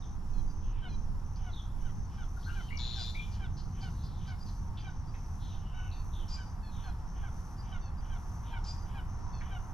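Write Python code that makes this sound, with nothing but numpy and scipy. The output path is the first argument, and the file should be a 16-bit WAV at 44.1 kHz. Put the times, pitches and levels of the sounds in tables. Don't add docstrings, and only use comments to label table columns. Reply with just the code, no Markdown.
import sys
import numpy as np
from scipy import signal
from scipy.fft import rfft, irfft, next_fast_len
from scipy.io import wavfile
from scipy.ndimage import uniform_filter1d

SR = 44100
rng = np.random.default_rng(int(sys.argv[2]) if len(sys.argv) > 2 else 0)


def file_out(sig):
    cols = np.atleast_2d(sig).T
    lim = np.clip(cols, -1, 1)
    pcm = np.round(lim * 32767).astype(np.int16)
    wavfile.write(sys.argv[1], SR, pcm)


N = 429093
TIME = np.arange(N) / SR


def from_db(db):
    return 10 ** (np.asarray(db) / 20)


def rms_one(x):
    return x / np.sqrt(np.mean(x ** 2) + 1e-20)


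def phase_of(hz):
    return 2 * np.pi * np.cumsum(hz) / SR


def gain_at(points, hz):
    f, db = np.transpose(points)
    return from_db(np.interp(np.log(hz + 1e-3), np.log(f), db)) / np.maximum(hz / f[-1], 1) ** 4


def wobble(size, rate):
    knots = rng.standard_normal(N // 64)
    position = np.arange(size) * rate / SR % len(knots)
    return np.interp(position, np.arange(len(knots)), knots) / np.sqrt(2 / 3)


def swells(crests, rise_s, fall_s):
    power = 0
    for crest, db in crests:
        offset = (TIME - crest) / np.where(TIME < crest, rise_s, fall_s)
        power += from_db(db) ** 2 / (1 + offset ** 2) ** 3
    return np.sqrt(power)


def pan(x, left_db):
    return x * from_db(np.array([[.5], [-.5]]) * left_db)


def noise(colour, alike):
    white = rng.standard_normal((2, N))
    mid, side = irfft(rfft(white) * gain_at(colour, np.fft.rfftfreq(N, 1 / SR)), N)
    return rms_one(np.sqrt(1 + alike) * mid + np.sqrt(1 - alike) * side * [[1], [-1]])


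def butter(x, order, hz, kind="low"):
    return signal.sosfilt(signal.butter(order, hz, kind, fs=SR, output="sos"), x)


def add(out, start, sound, level_db, edge):
    u = np.linspace(0, 1, len(sound))
    fade = np.sin(np.pi / 2 * np.clip(np.minimum(u, 1 - u) / max(edge, .02), 0, 1)) ** 2
    at = max(int(start * SR), 0)
    out[at:at + len(sound)] += (from_db(level_db) * fade * rms_one(sound))[:N - at]


def marsh(x, left_db, wet_db, t60):
    t = np.arange(SR) / SR
    shared, *own = rng.standard_normal((3, SR)) * (rng.random((3, SR)) < .05)
    tail = (shared + 0.55 * np.array(own)) * from_db(-60 * t / t60) * (1 - np.exp(-t / 0.0031))
    tail /= np.sqrt(np.sum(tail ** 2, axis=1, keepdims=True))
    wet = signal.fftconvolve(x[None], tail, axes=1)[:, :N]
    return pan(x + from_db(wet_db) * wet, left_db)


def reeds():
    return from_db(-74.5) * noise([(3200, -6), (4500, -7), (13000, -20)], alike=0.69)


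# frequency in Hz, gain in dB.
ENGINE_EQ = [(15, -4.5), (30, 5), (45, 0.5), (65, 0.5), (90, 0.5), (125, -8), (190, -14), (250, -22.5),
             (330, -28.5), (550, -39), (1200, -84)]
VEHICLE_EQ = [(50, -4), (95, 2), (165, -3.5), (260, -19.5), (500, -32.5)]
TYRE_EQ = [(350, -8.5), (600, -11), (750, 0), (930, 2), (1200, -3.5), (1600, -10.5), (2000, -16.5)]
# time in seconds, relative level in dB.
TYRE_FADER = [(0.0, -60), (4.44, -59), (9.73, -54.5)]


def traffic():
    engines = from_db(-38) * noise(ENGINE_EQ, alike=.99)
    vehicle = swells([(3.92, -43)], rise_s=1, fall_s=1) * noise(VEHICLE_EQ, alike=1)
    tyre_db = np.interp(TIME, *np.transpose(TYRE_FADER)) + 1.31
    return engines + vehicle + from_db(tyre_db) * noise(TYRE_EQ, alike=0.84)


# frequency in Hz, gain in dB.
BREEZE_EQ = [(27, 7.5), (55, -24.5), (220, -25.5), (600, -46)]
# crest in seconds, level in dB.
GUSTS = [(.42, -33), (.99, -30), (1.88, -38.5)]


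def breeze(lull_db=-41.5):
    strength = from_db(lull_db) + swells(GUSTS, rise_s=0.2, fall_s=0.2)
    eddies = from_db(1.1 * wobble(N, 11))
    return pan(strength * eddies * noise(BREEZE_EQ, alike=0.88), left_db=-8)


# frequency in Hz, gain in dB.
SIZZLE_EQ = [(5000, -25), (7000, -2), (8500, -10.5), (10500, -4), (11450, -6.5), (11950, -2.5),
             (12400, -5.5), (13500, -21)]
# crest in seconds, level in dB.
SIZZLE_SWELLS = [(.38, -77), (1.2, -78), (1.8, -76), (2.55, -72), (3.15, -72.5), (3.93, -75), (4.53, -75),
                 (5.38, -75), (6.15, -73.5), (6.8, -75), (7.45, -74), (8.33, -73.5), (8.95, -75.5),
                 (9.65, -76)]


def insect_chorus():
    far_eq = [(4200, -19.5), (5300, -8.5), (5780, -4), (6800, -20.5)]
    far = from_db(-70.5 + 1.75 * wobble(N, 6.5)) * noise(far_eq, alike=0.75)
    surge = swells(SIZZLE_SWELLS, rise_s=0.4, fall_s=0.31)
    return far + surge * from_db(wobble(N, 130)) * noise(SIZZLE_EQ, alike=0.75)


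# frequency in Hz, gain in dB.
SHRILL_EQ = [(3500, -49), (4900, -55), (5550, -14), (5880, 2), (6030, -8.5), (6190, 4), (6330, -9),
             (6650, -22), (8000, -50)]
# midpoint in seconds, length in seconds.
SHRILL_RESTS = [(0.233, 0.14), (0.807, 0.15), (1.143, 0.2), (1.734, .12), (2.13, 0.13), (2.713, 0.076),
                (3.444, 0.13), (4.11, 0.12), (4.373, 0.1), (4.745, 0.1), (5.08, 0.11), (5.688, 0.11),
                (6.63, 0.16), (6.983, .17), (7.59, 0.075), (7.95, .12), (8.58, 0.13), (8.99, 0.18)]


def near_insect(strokes_per_s=84, floor_db=-68, stroke_db=3.5):
    singing = np.all([np.abs(TIME - rest) > length / 2 for rest, length in SHRILL_RESTS], axis=0)
    gate = uniform_filter1d(singing * 1.0, size=1500)
    strokes = np.cos(phase_of(strokes_per_s * (1 + .01 * wobble(N, 10))) / 2) ** 16
    teeth_db = wobble(N, 250)
    return gate * from_db(floor_db + stroke_db * strokes + teeth_db) * noise(SHRILL_EQ, alike=1)


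def glides(notes, rise, rough):
    out = np.zeros(N)
    for start, length, hz, level_db in notes:
        size = int(length * SR)
        slide = rise * np.linspace(-.5, .5, size)
        phase = phase_of(hz * (1 + slide + 0.09 * rough * wobble(size, 895)))
        add(out, start, np.sin(phase) * (1 + rough * wobble(size, 315)), level_db, edge=0.1)
    return out


# start in seconds, level in dB.
WHISTLES = [(.224, -84), (3.08, -79)]
# start in seconds, pitch in Hz, level in dB.
SQUEAKS = [(1.355, 5120, -65), (2.428, 3830, -60.5), (5.913, 4170, -60.5)]
# start in seconds, length in seconds, pitch in Hz, level in dB.
HOOTS = [(4.61, 0.11, 922, -63.5), (8.428, 0.19, 921, -57.5), (9.227, 0.117, 970, -54.5)]


def whistles_and_hoots():
    whistles = glides([(start, 0.38, 6850, db) for start, db in WHISTLES], rise=-0.2, rough=0.11)
    squeaks = glides([(start, 0.033, hz, db) for start, hz, db in SQUEAKS], rise=0.22, rough=0.6)
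    return whistles + squeaks + glides(HOOTS, rise=-0.024, rough=0.43)


def harsh(notes, fall, skirt_db, skirt_spread=2.6):
    out = np.zeros(N)
    for start, length, hz, width_hz, level_db in notes:
        size = int(length * SR)
        air = rng.standard_normal((2, size)) * from_db(wobble(size, 350))
        core = butter(air, 3, width_hz / 2)
        skirt = butter(air, 3, skirt_spread * width_hz / 2)
        flutter = core + from_db(skirt_db) * skirt
        phase = phase_of(hz * (1 + fall * np.linspace(.5, -.5, size)))
        add(out, start, flutter[0] * np.cos(phase) + flutter[1] * np.sin(phase), level_db, edge=0.24)
    return out


# start in seconds, level in dB.
CHACKS = [(3.308, -63), (3.562, -58.5), (3.802, -58.5), (4.024, -62), (4.261, -62), (4.455, -61)]
# start in seconds, centre in Hz, level in dB.
CLUCKS = [(4.769, 3250, -56), (5.136, 2236, -59.5), (9.405, 1865, -52.5)]
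# start and length in
# seconds, centre and width in Hz, level in dB.
RASPS = [(.015, 0.043, 3470, 250, -66.5), (.6, 0.22, 2840, 800, -71), (1.507, 0.12, 3565, 300, -57.5),
         (2.3, 0.56, 4200, 1830, -70), (3.12, 0.15, 3450, 600, -57.5), (3.882, 0.49, 3730, 1030, -70),
         (5.38, 0.21, 3470, 1170, -63.5), (5.55, .49, 2780, 385, -67.5), (6.112, 0.15, 3380, 453, -61),
         (6.683, 0.21, 3420, 500, -66.5), (8.43, 0.11, 3330, 800, -67.5)]


def scolding():
    chacks = harsh([(start, 0.055, 4650, 1250, db) for start, db in CHACKS], fall=.08, skirt_db=-6)
    clucks = harsh([(start, 0.03, hz, 950, db) for start, hz, db in CLUCKS], fall=.12, skirt_db=-6)
    return chacks + clucks + harsh(RASPS, fall=0.23, skirt_db=-9)


def scooped(notes, scoop, onset_rough, steady_rough, settle_s=0.0153):
    out = np.zeros(N)
    for start, length, hz, level_db in notes:
        size = int(length * SR)
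        unsettled = np.exp(-np.arange(size) / SR / settle_s)
        rough = steady_rough + onset_rough * unsettled
        phase = phase_of(hz * (1 - scoop * unsettled + 0.079 * rough * wobble(size, 879)))
        add(out, start, np.sin(phase) * (1 + rough * wobble(size, 375)), level_db, edge=0.21)
    return out


# start in seconds, length in seconds, level in dB.
PIPS = [(0.465, 0.069, -70.5), (2.979, 0.077, -51.5), (4.4, 0.042, -59.5), (4.788, 0.037, -63.5),
        (5.07, 0.03, -67), (6.298, 0.076, -51.5), (7.578, 0.038, -61), (7.97, 0.042, -70),
        (8.658, 0.07, -50.5)]


def pips(hz=4875, scoop=0.0363, spit_s=0.02, break_db=-44):
    tones, spits, rasps, halves = [], [], [], []
    for start, length, db in PIPS:
        rasp_db = break_db + 1.75 * (db - break_db)
        tones.append((start, length, hz, db))
        spits.append((start - spit_s, spit_s, 5380, 450, rasp_db))
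        rasps.append((start - spit_s, length + spit_s, 5100, 1300, rasp_db))
        halves += [(start, length, ratio * hz, rasp_db - 13.5) for ratio in (0.5, 1.5)]
    return (scooped(tones, scoop, onset_rough=0.091, steady_rough=0.1)
            + scooped(halves, scoop, onset_rough=0.25, steady_rough=0.3)
            + harsh(spits, fall=0, skirt_db=-9, skirt_spread=5.3)
            + harsh(rasps, fall=0, skirt_db=-4.5, skirt_spread=2.9))


def nasal_calls(notes, length, throat, arch, jitter, rasp, uneven_db, edge=0.13, bend=0):
    out, u = np.zeros(N), np.linspace(0, 1, int(length * SR))
    for start, top_hz, fall, level_db, treble_db in notes:
        hz = top_hz * (1 - fall * ((u - arch) / (1 - arch)) ** 2)
        phase = phase_of(hz * (1 + jitter * wobble(len(u), 628) + bend * wobble(len(u), 40)))
        voice = 0
        for k in range(1, 9):
            harmonic_db = treble_db * (k > 2) + uneven_db * wobble(len(u), 54)
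            voice += gain_at(throat, k * hz) * from_db(harmonic_db) * np.sin(k * phase)
        add(out, start, voice * (1 + rasp * wobble(len(u), 401)), level_db, edge)
    return out


# start in seconds, pitch in Hz that the note sags below, level in dB.
MEWS = [(.33, 860, -66.5), (.875, 847, -61), (5.939, 927, -65), (6.625, 890, -62), (6.83, 876, -61),
        (7.808, 925, -65.5), (9.325, 898, -63)]
# frequency in Hz, gain in dB.
MEW_THROAT = [(900, -9.5), (1800, -7.5), (3500, -9.5), (4300, 0.5), (5400, -22), (7000, -31)]


def mewing_bird():
    notes = [(start, hz, 0.0685, db, 0) for start, hz, db in MEWS]
    return nasal_calls(notes, 0.087, MEW_THROAT, arch=-0.78, jitter=0.0029, rasp=0.25, uneven_db=2.5)


def trill(start=2.785, length=0.328, hz=3830, pulse_s=0.00044, fade_db_per_s=12):
    out = glides([(2.772, 0.0081, 5180, -46.5)], rise=-0.44, rough=0.6)
    t = np.arange(int(length * SR)) / SR
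    cycles_per_s = 122 - 20 * t
    cycle = np.cumsum(cycles_per_s * (1 + .008 * wobble(len(t), 120))) / SR % 1
    buzz = 0
    for delay_s, db in ((.0015, 0), (.0032, -2), (.0062, -12)):
        lag = cycle / cycles_per_s - delay_s
        pulse = from_db(db + wobble(len(t), 123)) * np.exp(-.5 * (lag / pulse_s) ** 2)
        buzz += pulse * np.sin(2 * np.pi * lag * hz)
    hiss_eq = [(2000, -9), (3500, -6.5), (5200, -5), (6500, -13), (7000, -1.5), (7600, -30)]
    hiss = from_db(-11) * noise(hiss_eq, alike=0.75)[0, :len(t)]
    add(out, start, (rms_one(buzz) + hiss) * from_db(-fade_db_per_s * t), level_db=-46.5, edge=0.02)
    return out


# start and length in seconds, pitch in Hz, level in dB.
GURGLES = [(2.36, 0.025, 1453, -55), (2.453, 0.067, 1581, -51.5), (2.478, 0.08, 1415, -53.5),
           (2.486, 0.077, 2945, -62.5), (2.58, 0.134, 3104, -61), (2.676, 0.094, 2870, -61),
           (2.7, 0.059, 2297, -48), (3.139, 0.085, 2394, -47)]


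def blackbird():
    gurgle = scooped(GURGLES, scoop=0.104, onset_rough=1, steady_rough=0.12)
    return (marsh(gurgle, left_db=7, wet_db=-3, t60=0.31)
            + marsh(trill(), left_db=5.5, wet_db=-3.5, t60=0.27))


# start in seconds, top pitch in Hz, share by which the pitch drops,
# level in dB, treble gain in dB.
YELPS = [(.812, 781, 0.21, -53.5, -0.5), (1.426, 772, 0.21, -55.5, -2), (1.83, 784, 0.33, -59, -3),
         (2.166, 794, 0.28, -55.5, -3.5), (2.537, 810, .27, -51.5, -5.5), (2.948, 807, 0.24, -52.5, -4),
         (3.388, 816, 0.27, -53, 3.5), (3.812, 790, 0.2, -51.5, -1), (4.262, 781, 0.12, -54, 0),
         (4.823, 795, 0.13, -54, 0.5), (6.352, 781, 0.084, -54.5, -4), (6.825, 812, 0.26, -54, -11),
         (7.215, 805, .25, -52.5, -4), (7.706, 763, 0.18, -52.5, 2), (8.09, 807, 0.22, -54, 2),
         (8.505, 828, 0.23, -50.5, -0.5), (8.93, 828, 0.24, -52.5, 0), (9.498, 782, 0.13, -50.5, 0.5)]
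# start in seconds, top pitch in Hz, level in dB.
WAIL = [(5.73, 747, -56.5)]
# frequency in Hz, gain in dB.
WADER_THROAT = [(750, 0), (1530, 4), (2050, -7), (2350, -2), (2650, -10), (3050, 1), (3450, -6),
                (3900, -12), (4700, -29)]


def wading_bird(yelp_s=.098, wail_s=0.17, lead_s=0.1, hang_s=0.005):
    yelps = nasal_calls(YELPS, yelp_s, WADER_THROAT, arch=0.034, jitter=0.011, rasp=0.25,
                        uneven_db=4, edge=0.33, bend=0.0061)
    air = butter(noise(WADER_THROAT, alike=0.84)[0], 2, [1900, 3600], "band")
    air *= from_db(1.1 * wobble(N, 200))
    for start, _, _, level_db, _ in YELPS:
        span = (TIME > start - lead_s) & (TIME < start + yelp_s + hang_s)
        add(yelps, start - lead_s, air[span], level_db - 13, edge=0.37)
    held = [(start, hz, 0.016, db, 0) for start, hz, db in WAIL]
    wail = nasal_calls(held, wail_s, WADER_THROAT, arch=0.17, jitter=0.012, rasp=.2, uneven_db=2.5)
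    return butter(yelps + wail, 4, hz=4470)


def scene():
    wader = marsh(wading_bird(), left_db=-1.5, wet_db=-8, t60=0.27)
    mewer = marsh(mewing_bird(), left_db=-2, wet_db=-7, t60=.25)
    others = marsh(pips() + whistles_and_hoots() + scolding(), left_db=0.6, wet_db=-1.5, t60=0.44)
    bed = reeds() + traffic() + breeze() + insect_chorus() + near_insect()
    return bed + others + mewer + blackbird() + wader


# frequency in Hz, left phase lead in radians, left excess in dB.
MIC_PORTS = [(100, 0.035, 0), (402, -0.76, -0.5), (760, 0.3, -0.7), (1250, -0.6, 4), (1410, -1, 2.2),
             (2280, -1.58, -2.5), (2860, 0.42, 0.6), (4100, 0.5, 2), (6100, 0.87, 1), (8700, 0.64, 0.5),
             (12500, -0.13, 6)]


def ports(x):
    hz, lead, left_db = np.transpose(MIC_PORTS)
    size = next_fast_len(N + SR)
    bins_hz = np.fft.rfftfreq(size, 1 / SR)
    spectrum = pan(rfft(x, size), np.interp(bins_hz, hz, left_db))
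    phase_shift = np.exp(np.array([[.5j], [-.5j]]) * np.interp(bins_hz, hz, lead))
    return irfft(spectrum * phase_shift, size)[:, :N]


def record(dry, cutoff_hz=13760):
    fade = np.minimum(np.minimum(TIME, TIME[-1] - TIME) / .005, 1)
    picked_up = butter(ports(dry * fade), 2, 14, "high")
    return signal.sosfilt(signal.ellip(10, .1, 80, cutoff_hz, fs=SR, output="sos"), picked_up)


dry = scene()
out = record(dry)
file_out(out)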